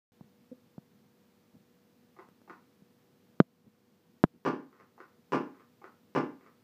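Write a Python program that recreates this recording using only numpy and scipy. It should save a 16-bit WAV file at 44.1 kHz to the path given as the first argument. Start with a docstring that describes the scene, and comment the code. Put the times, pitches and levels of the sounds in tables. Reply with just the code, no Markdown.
"""Air rifle in a living room

A silenced pump-action air rifle fires three times, two metres from a phone. Each shot is a pop of air
that sets rifle and room ringing. The pump handle clacks shut twice beforehand, slides back after each
shot and shuts again between shots. Fingers knock and rub on the phone's case, over a faint room
rumble, mains hum and microphone hiss."""
import sys
import numpy as np
from scipy import signal
from scipy.fft import rfft, irfft
from scipy.io import wavfile

SR = 44100
rng = np.random.default_rng(int(sys.argv[2]) if len(sys.argv) > 2 else 0)


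def transcribe(signal):
    """Save signal, clipped to [-1, 1], as a 16-bit WAV file at the path in sys.argv[1]."""
    frames = np.atleast_2d(signal).T
    limited = np.clip(frames, -1, 1)
    pcm = np.round(limited * 32767).astype(np.int16)
    wavfile.write(sys.argv[1], SR, pcm)


N = 292383
T = np.arange(N) / SR
AGE = T[:SR]  # seconds since a hit

# each shot: (time [s], relative level [dB], treble tilt [dB per octave])
SHOTS = [(4.4511, 2.5, 0.55), (5.3217, 0.5, 1), (6.1507, 1.04, .1)]
# the tone of the pop, from bass to treble: (frequency [Hz], level [dB])
POP_TONE = [(30, -44.5), (80, -32), (140, -7), (230, -2.5), (320, 1), (410, -0.5), (500, -5.5),
            (630, -16.5), (1000, -8.5), (1650, -16.5), (1850, -22), (2300, -22.5), (2850, -25.5),
            (3600, -38.5), (5400, -37), (8500, -57), (14500, -63)]
# the notes that rifle and room ring with: (frequency [Hz], level [dB])
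SHOT_NOTES = [(152, -1.5), (189, -1), (248, 0.5), (268, 3), (299, -1.5), (336, 3), (385, 3.5), (447, -5),
              (463, -3), (497, -3.5), (597, -3), (721, -8.5), (833, -2), (906, -8), (972, -5.5), (1049, -3),
              (1081, -32), (1156, -21), (1184, -3), (1283, -15.5), (1410, -9), (1535, -15.5), (1622, -11),
              (1745, -9.5), (2318, -19), (2688, -48), (2773, -19.5), (2922, -47), (5161, -30.5),
              (5354, -53)]


def shots(pop_db=3.5, ring_db=5, hiss_db=-7, hiss_fade_s=0.048, swell_s=0.013):
    """The valve dumps its air in a hissy pop, aimed away, so the room is louder than the direct sound."""
    walls = room(echo_db=-1.5, tail_db=10.5, build_s=0.0067)
    ringing = ring([(hz, db, at_hz(ROOM_FADE, hz)) for hz, db in SHOT_NOTES])
    ringing *= 1 - np.exp(-(AGE / swell_s) ** 2)  # the room's notes take a moment to build
    out = np.zeros(N)
    for s, db, tilt_db in SHOTS:
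        puff = undb(hiss_db) * burst(hiss_fade_s)
        puff[0] += 1  # the sudden jump in pressure
        pop = unit(signal.fftconvolve(colour(puff, POP_TONE, tilt_db), walls)[:SR])
        add(out, s, undb(db) * (undb(pop_db) * pop + undb(ring_db) * unit(ringing)))
    return out


# the pump handle slides back: (unlock time [s], stop time [s], relative level [dB])
PUMP_PULLS = [(4.729, 4.8, -13.5), (5.547, 5.598, -17.5), (6.41, 6.4634, -16.5)]
# it slams shut: (catch time [s], slam time [s], relative level [dB], pitch [ratio], bounce vs slam [dB])
PUMP_SLAMS = [(2.165, 2.1888, -9, .88, 1), (2.4766, 2.4976, -5, 1.015, -0.5),
              (4.978, 5.0033, -5, 1.01, -12), (5.8164, 5.8422, -4.5, 0.98, -16)]


def pump(level_db=-19, pull_bounce_s=0.0092, slam_bounce_s=0.0055, bounce_pitch=0.84, low_cut_hz=130):
    """Pulled back, the handle unlocks, slides, stops and bounces; pushed, it catches, slams and bounces."""
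    out = np.zeros(N)
    for unlock_s, stop_s, db in PUMP_PULLS:
        add(out, unlock_s, undb(db - 2.5) * clack())
        add(out, unlock_s, undb(db - 2) * slide(stop_s - unlock_s))
        add(out, stop_s, undb(db) * clack())
        add(out, stop_s + pull_bounce_s, undb(db - 2.5) * clack())
    for catch_s, slam_s, db, pitch, bounce_db in PUMP_SLAMS:
        add(out, catch_s, undb(db - 2.5) * catch())
        add(out, slam_s, undb(db) * clack(pitch, tilt_db=-1.5))
        add(out, slam_s + slam_bounce_s, undb(db + bounce_db) * clack(pitch * bounce_pitch, tilt_db=-1.5))
    low_cut = signal.butter(2, low_cut_hz, "high", fs=SR, output="sos")  # small parts give off little bass
    out = undb(level_db) * signal.sosfilt(low_cut, out)
    return signal.fftconvolve(out, room(echo_db=-12, tail_db=2.5, build_s=0.00058))[:N]


# the notes of the pump's metal parts: (frequency [Hz], level [dB], fade time [s])
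METAL_NOTES = [(1165, 1, 0.04), (1310, 8.5, 0.026), (1408, 4, 0.027), (1800, -4, 0.018),
               (2090, -23.5, 0.24), (2100, -45, 0.12), (4170, -20, 0.012)]
# the tone of their clicks and scrapes: (frequency [Hz], level [dB])
CLACK_TONE = [(40, -42), (100, -16.5), (200, 2), (400, 12), (700, -2.5), (1200, 0), (2100, -4),
              (2700, -15.5), (3300, -39), (4400, -22), (7000, -32), (10000, -64), (15000, -49)]


def clack(pitch=0.95, tilt_db=0.5, ring_db=2, scrape_db=-2):
    """A metal part hits its stop: a click, a brief scrape and a ringing snap."""
    click = undb(scrape_db) * burst(fade_s=0.03)
    click[0] += 1
    snap = ring(METAL_NOTES, pitch, scatter=0)
    return unit(colour(click, CLACK_TONE, tilt_db)) + undb(ring_db) * snap


def slide(length_s, roughness_db=4, ring_db=-3):
    """The rails rub: many tiny, uneven clicks set the metal ringing."""
    clicks = rng.standard_normal(SR) * undb(roughness_db * rng.exponential(size=SR)) * (AGE < length_s)
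    ringing = signal.fftconvolve(clicks, ring(METAL_NOTES, scatter=0))[:SR]
    return unit(colour(clicks, CLACK_TONE, tilt_db=2.5)) + undb(ring_db) * unit(ringing)


# the notes of the catch: (frequency [Hz], level [dB], fade time [s])
CATCH_NOTES = [(788, -7, 0.042), (830, -2, 0.027), (1000, -4, 0.016), (1200, -6, 0.026)]


def catch(click_db=-5, rise_s=0.0011):
    """The catch slips into its notch: a soft click and a hollow knock."""
    click = colour(burst(fade_s=0.04), CLACK_TONE, tilt_db=1.5)
    knock = ring(CATCH_NOTES) * (1 - np.exp(-AGE / rise_s))
    return undb(click_db) * unit(click) + unit(knock)


# fingers knock on the phone: (time [s], level [dB], contact time [s], second touch [ratio],
# its delay [s], muffled after [s], rattle vs knock [dB], shove vs knock [dB])
KNOCKS = [(0.2095, -19.5, 0.00014, 0.57, 0.0011, .014, -38, -24),
          (0.242, -31.5, 0.0014, .2, .001, .014, -32, -40),
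          (0.7806, -14, 0.00018, 0.28, 0.0013, .012, -29, -40),
          (2.821, -29, 0.00033, .2, .001, .014, -30, -40),
          (3.402, 15.5, 0.000042, -0.38, .00112, .02, -24.5, -39.5),
          (4.239, 13.5, 0.000045, .33, 0.003, 0.019, -50.5, -21)]
# the notes of the phone's loose parts: (frequency [Hz], level [dB], fade time [s])
RATTLE_NOTES = [(315, 2.5, 0.044), (510, 0.5, .06), (660, 1, .06), (1000, -10, 0.05), (1150, -11, 0.04)]


def knocks(crack_db=-44, shove_s=0.014, bounce_s=0.0099, bounce_db=-28.5, bounce_crack_db=-27):
    """The plastic case thumps, cracks and rattles, then bounces once as it settles in the hand."""
    out = np.zeros(N)
    shove = unit(np.sin(np.pi * np.minimum(AGE / shove_s, 1)) ** 2)  # the whole phone moves
    for s, db, contact_s, second, delay_s, muffle_s, rattle_db, shove_db in KNOCKS:
        hit = thump(contact_s, second, delay_s, muffle_s)
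        crack = undb(crack_db) * burst(fade_s=0.02)
        rattle = undb(rattle_db) * ring(RATTLE_NOTES)
        add(out, s, undb(db) * (hit + crack + undb(shove_db) * shove + rattle))
        bounce = hit + undb(bounce_crack_db) * burst(fade_s=0.02)
        add(out, s + bounce_s, undb(db + bounce_db) * bounce)
    return out


# the tone of the phone's case: (frequency [Hz], level [dB])
CASE_TONE = [(30, -27.5), (55, -29), (100, -7.5), (160, 13), (290, 3.5), (500, -3.5), (1100, -10),
             (1600, -12.5), (2400, -28), (3600, -24.5), (6000, -41), (14000, -48.5)]


def thump(contact_s, second=0, delay_s=0, muffle_s=0.005):
    """A fingertip lands on the case, once or twice in quick succession."""
    push = (AGE / contact_s) ** 2 * np.exp(-AGE / contact_s)  # a softer finger pushes longer: duller
    force = push + second * np.interp(AGE - delay_s, AGE, push)
    muffle = np.exp(-(AGE / muffle_s) ** 2)  # the holding hand stops the case dead
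    return unit(colour(force, CASE_TONE) * muffle)


# small dry ticks: (time [s], level [dB])
TICKS = [(2.288, -30.5), (2.4168, -34)]


def ticks(crack_db=-19):
    """Light, hard ticks as the rifle is handled: a tiny thump with a dry crack."""
    out = np.zeros(N)
    for s, db in TICKS:
        add(out, s, undb(db) * (thump(contact_s=0.000025) + undb(crack_db) * burst(fade_s=0.02)))
    return out


# fingers shift their grip: (time [s], length [s], level [dB])
RUBS = [(0.405, 0.023, -67), (1.507, 0.092, -56.5), (3.635, 0.065, -53.5), (4.321, 0.07, -55)]


def grip(squeak_at_s=0.513, squeak_s=0.022, slip_hz=252, squeak_db=-42, octave_db=-4, tail_db=-11):
    """Skin sticks and slips on the case in one short squeak; other shifts only rustle dully."""
    out = np.zeros(N)
    swell = undb(tail_db) * fade(0.27) * np.minimum(AGE / squeak_s, 1)  # the squeak's soft tail
    add(swell, 0, signal.windows.tukey(int(squeak_s * SR), 0.5))
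    phase = 2 * np.pi * slip_hz * AGE
    squeak = np.cos(phase) + undb(octave_db) * np.cos(2 * phase)
    add(out, squeak_at_s, undb(squeak_db) * swell * squeak)
    for s, length_s, db in RUBS:
        rustle = band(rng.standard_normal(SR), hz=216, width_hz=110)
        rustle = band(rustle, hz=140, width_hz=160)
        swell = np.hanning(int(length_s * SR))
        add(out, s, undb(db) * swell * rustle[:len(swell)] / rustle.std())
    return out


# echoes off nearby walls and ceiling: (delay [s], relative strength [ratio])
ECHOES = [(.0077, -0.11), (0.0097, 0.45), (0.0125, -1.34), (0.0239, 0.54), (0.0266, 1), (0.029, .8),
          (0.036, -1.2), (0.0568, 0.28)]
# how long the room rings: (frequency [Hz], fade time [s])
ROOM_FADE = [(100, 0.24), (180, 0.34), (260, 0.44), (380, 0.32), (700, 0.33), (1400, 0.33), (3000, 0.31),
             (6000, 0.27), (14000, 0.22)]


def room(echo_db, tail_db, build_s, bands=28):
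    """The room answers a click: direct sound, first echoes, then a wash that builds and dies away."""
    early = np.zeros(SR)
    for s, gain in ECHOES:
        add(early, s, np.array([gain * undb(echo_db)]))
    early[0] = 1  # the direct sound
    edges = np.r_[0, np.geomspace(90, SR / 2, bands)]
    hz = np.arange(SR // 2 + 1)
    spectrum = rfft(rng.standard_normal(SR))
    tail = np.zeros(SR)
    for low, high in zip(edges, edges[1:]):
        wash = irfft(spectrum * ((hz >= low) & (hz < high)))
        wash *= fade(at_hz(ROOM_FADE, (low + high) / 2))
        tail += unit(wash * (1 - np.exp(-AGE / build_s))) * np.sqrt(high - low)
    return unit(early + undb(tail_db) * unit(tail))


# the tone of the rumble and hiss: (frequency [Hz], relative level [dB])
NOISE_TONE = [(30, -38.5), (65, -26.5), (95, -11.5), (150, -6), (220, -1), (290, -9), (390, -10.5),
              (470, -15), (620, -17.5), (2000, -26), (4800, -29.5), (9500, -37.5), (14200, -32),
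              (15500, -30.5)]
# the hum of a distant appliance: (frequency [Hz], level [dB])
HUM_NOTES = [(100, -84.5), (199.2, -82), (242.2, -77), (382.2, -86), (484.5, -76)]


def background(noise_db=-66.5):
    """Room rumble, microphone hiss and a slightly wavering hum."""
    noise = unit(colour(rng.standard_normal(N), NOISE_TONE)) * np.sqrt(N) * undb(noise_db)
    hum = np.zeros(N)
    for hz, db in HUM_NOTES:
        waver = 1.2 * np.cumsum(rng.standard_normal(N)) / np.sqrt(SR)
        hum += np.sqrt(2) * undb(db) * np.sin(2 * np.pi * hz * T + waver)
    return noise + hum


def ring(notes, pitch=1, scatter=1):
    """A struck object's fading notes: scatter 0 starts them in step (a hard snap), 1 out of step."""
    return unit(sum(undb(db) * fade(fade_s) * np.sin(2 * np.pi * (hz * pitch * AGE + scatter * rng.random()))
                    for hz, db, fade_s in notes))


def burst(fade_s):
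    """Noise that starts at once and dies away."""
    return unit(rng.standard_normal(SR) * fade(fade_s))


def fade(fade_s):
    """A smooth dying away: the fade time is how long it takes to drop 60 dB."""
    return np.exp(-np.log(1000) * AGE / fade_s)


def colour(x, tone, tilt_db=0, size=4096):
    """Give a sound a tone; tilt_db brightens it by that much per octave, pivoting at 1 kHz."""
    hz = np.maximum(np.arange(size // 2 + 1) * SR / size, 20)
    gain = undb(at_hz(tone, hz) + tilt_db * np.log2(hz / 1000))
    cepstrum = irfft(np.log(gain))
    cepstrum[1:size // 2] *= 2  # fold it in half, so nothing sounds before the hit
    cepstrum[size // 2 + 1:] = 0
    return signal.fftconvolve(x, irfft(np.exp(rfft(cepstrum))))[:len(x)]


def band(x, hz, width_hz):
    """Keep the part of a sound near one frequency."""
    return signal.lfilter(*signal.iirpeak(hz, hz / width_hz, fs=SR), x)


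def at_hz(points, hz):
    """Read between the rows of a (frequency, value) table, with octaves evenly spaced."""
    row_hz, value = np.transpose(points)
    return np.interp(np.log(np.maximum(hz, 1)), np.log(row_hz), value)


def undb(db):
    """Turn decibels into a multiplier."""
    return 10 ** (np.asarray(db) / 20)


def unit(x):
    """Scale to an energy of one."""
    return x / np.sqrt(np.sum(x ** 2))


def add(track, s, sound):
    """Mix a sound into a track at time s."""
    i = int(round(s * SR))
    track[i:i + len(sound)] += sound[:N - i]


def scene():
    """Rifle, fingers and room at one microphone."""
    return (shots() + pump() + knocks() + ticks() + grip() + background())[None]


def auto_volume(x, limit_db=-7, recover_db_per_s=4, smooth_hz=10):
    """A peak over the limit turns the volume down; then it creeps back up."""
    over_db = np.maximum(20 * np.log10(np.abs(x) + 1e-9) - limit_db, 0)
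    recovery_db = recover_db_per_s * T
    cut_db = np.maximum.accumulate(over_db + recovery_db, axis=-1) - recovery_db
    return x * undb(-signal.lfilter(*signal.butter(1, smooth_hz, fs=SR), cut_db))


def record(dry, start_s=0.12, top_hz=15350):
    """The microphone opens a moment late, turns loud sounds down and cuts the highest treble."""
    treble_cut = signal.ellip(10, 0.2, 60, top_hz, fs=SR, output="sos")
    return signal.sosfilt(treble_cut, auto_volume(dry * (T > start_s)))


dry = scene()
out = record(dry)
transcribe(out)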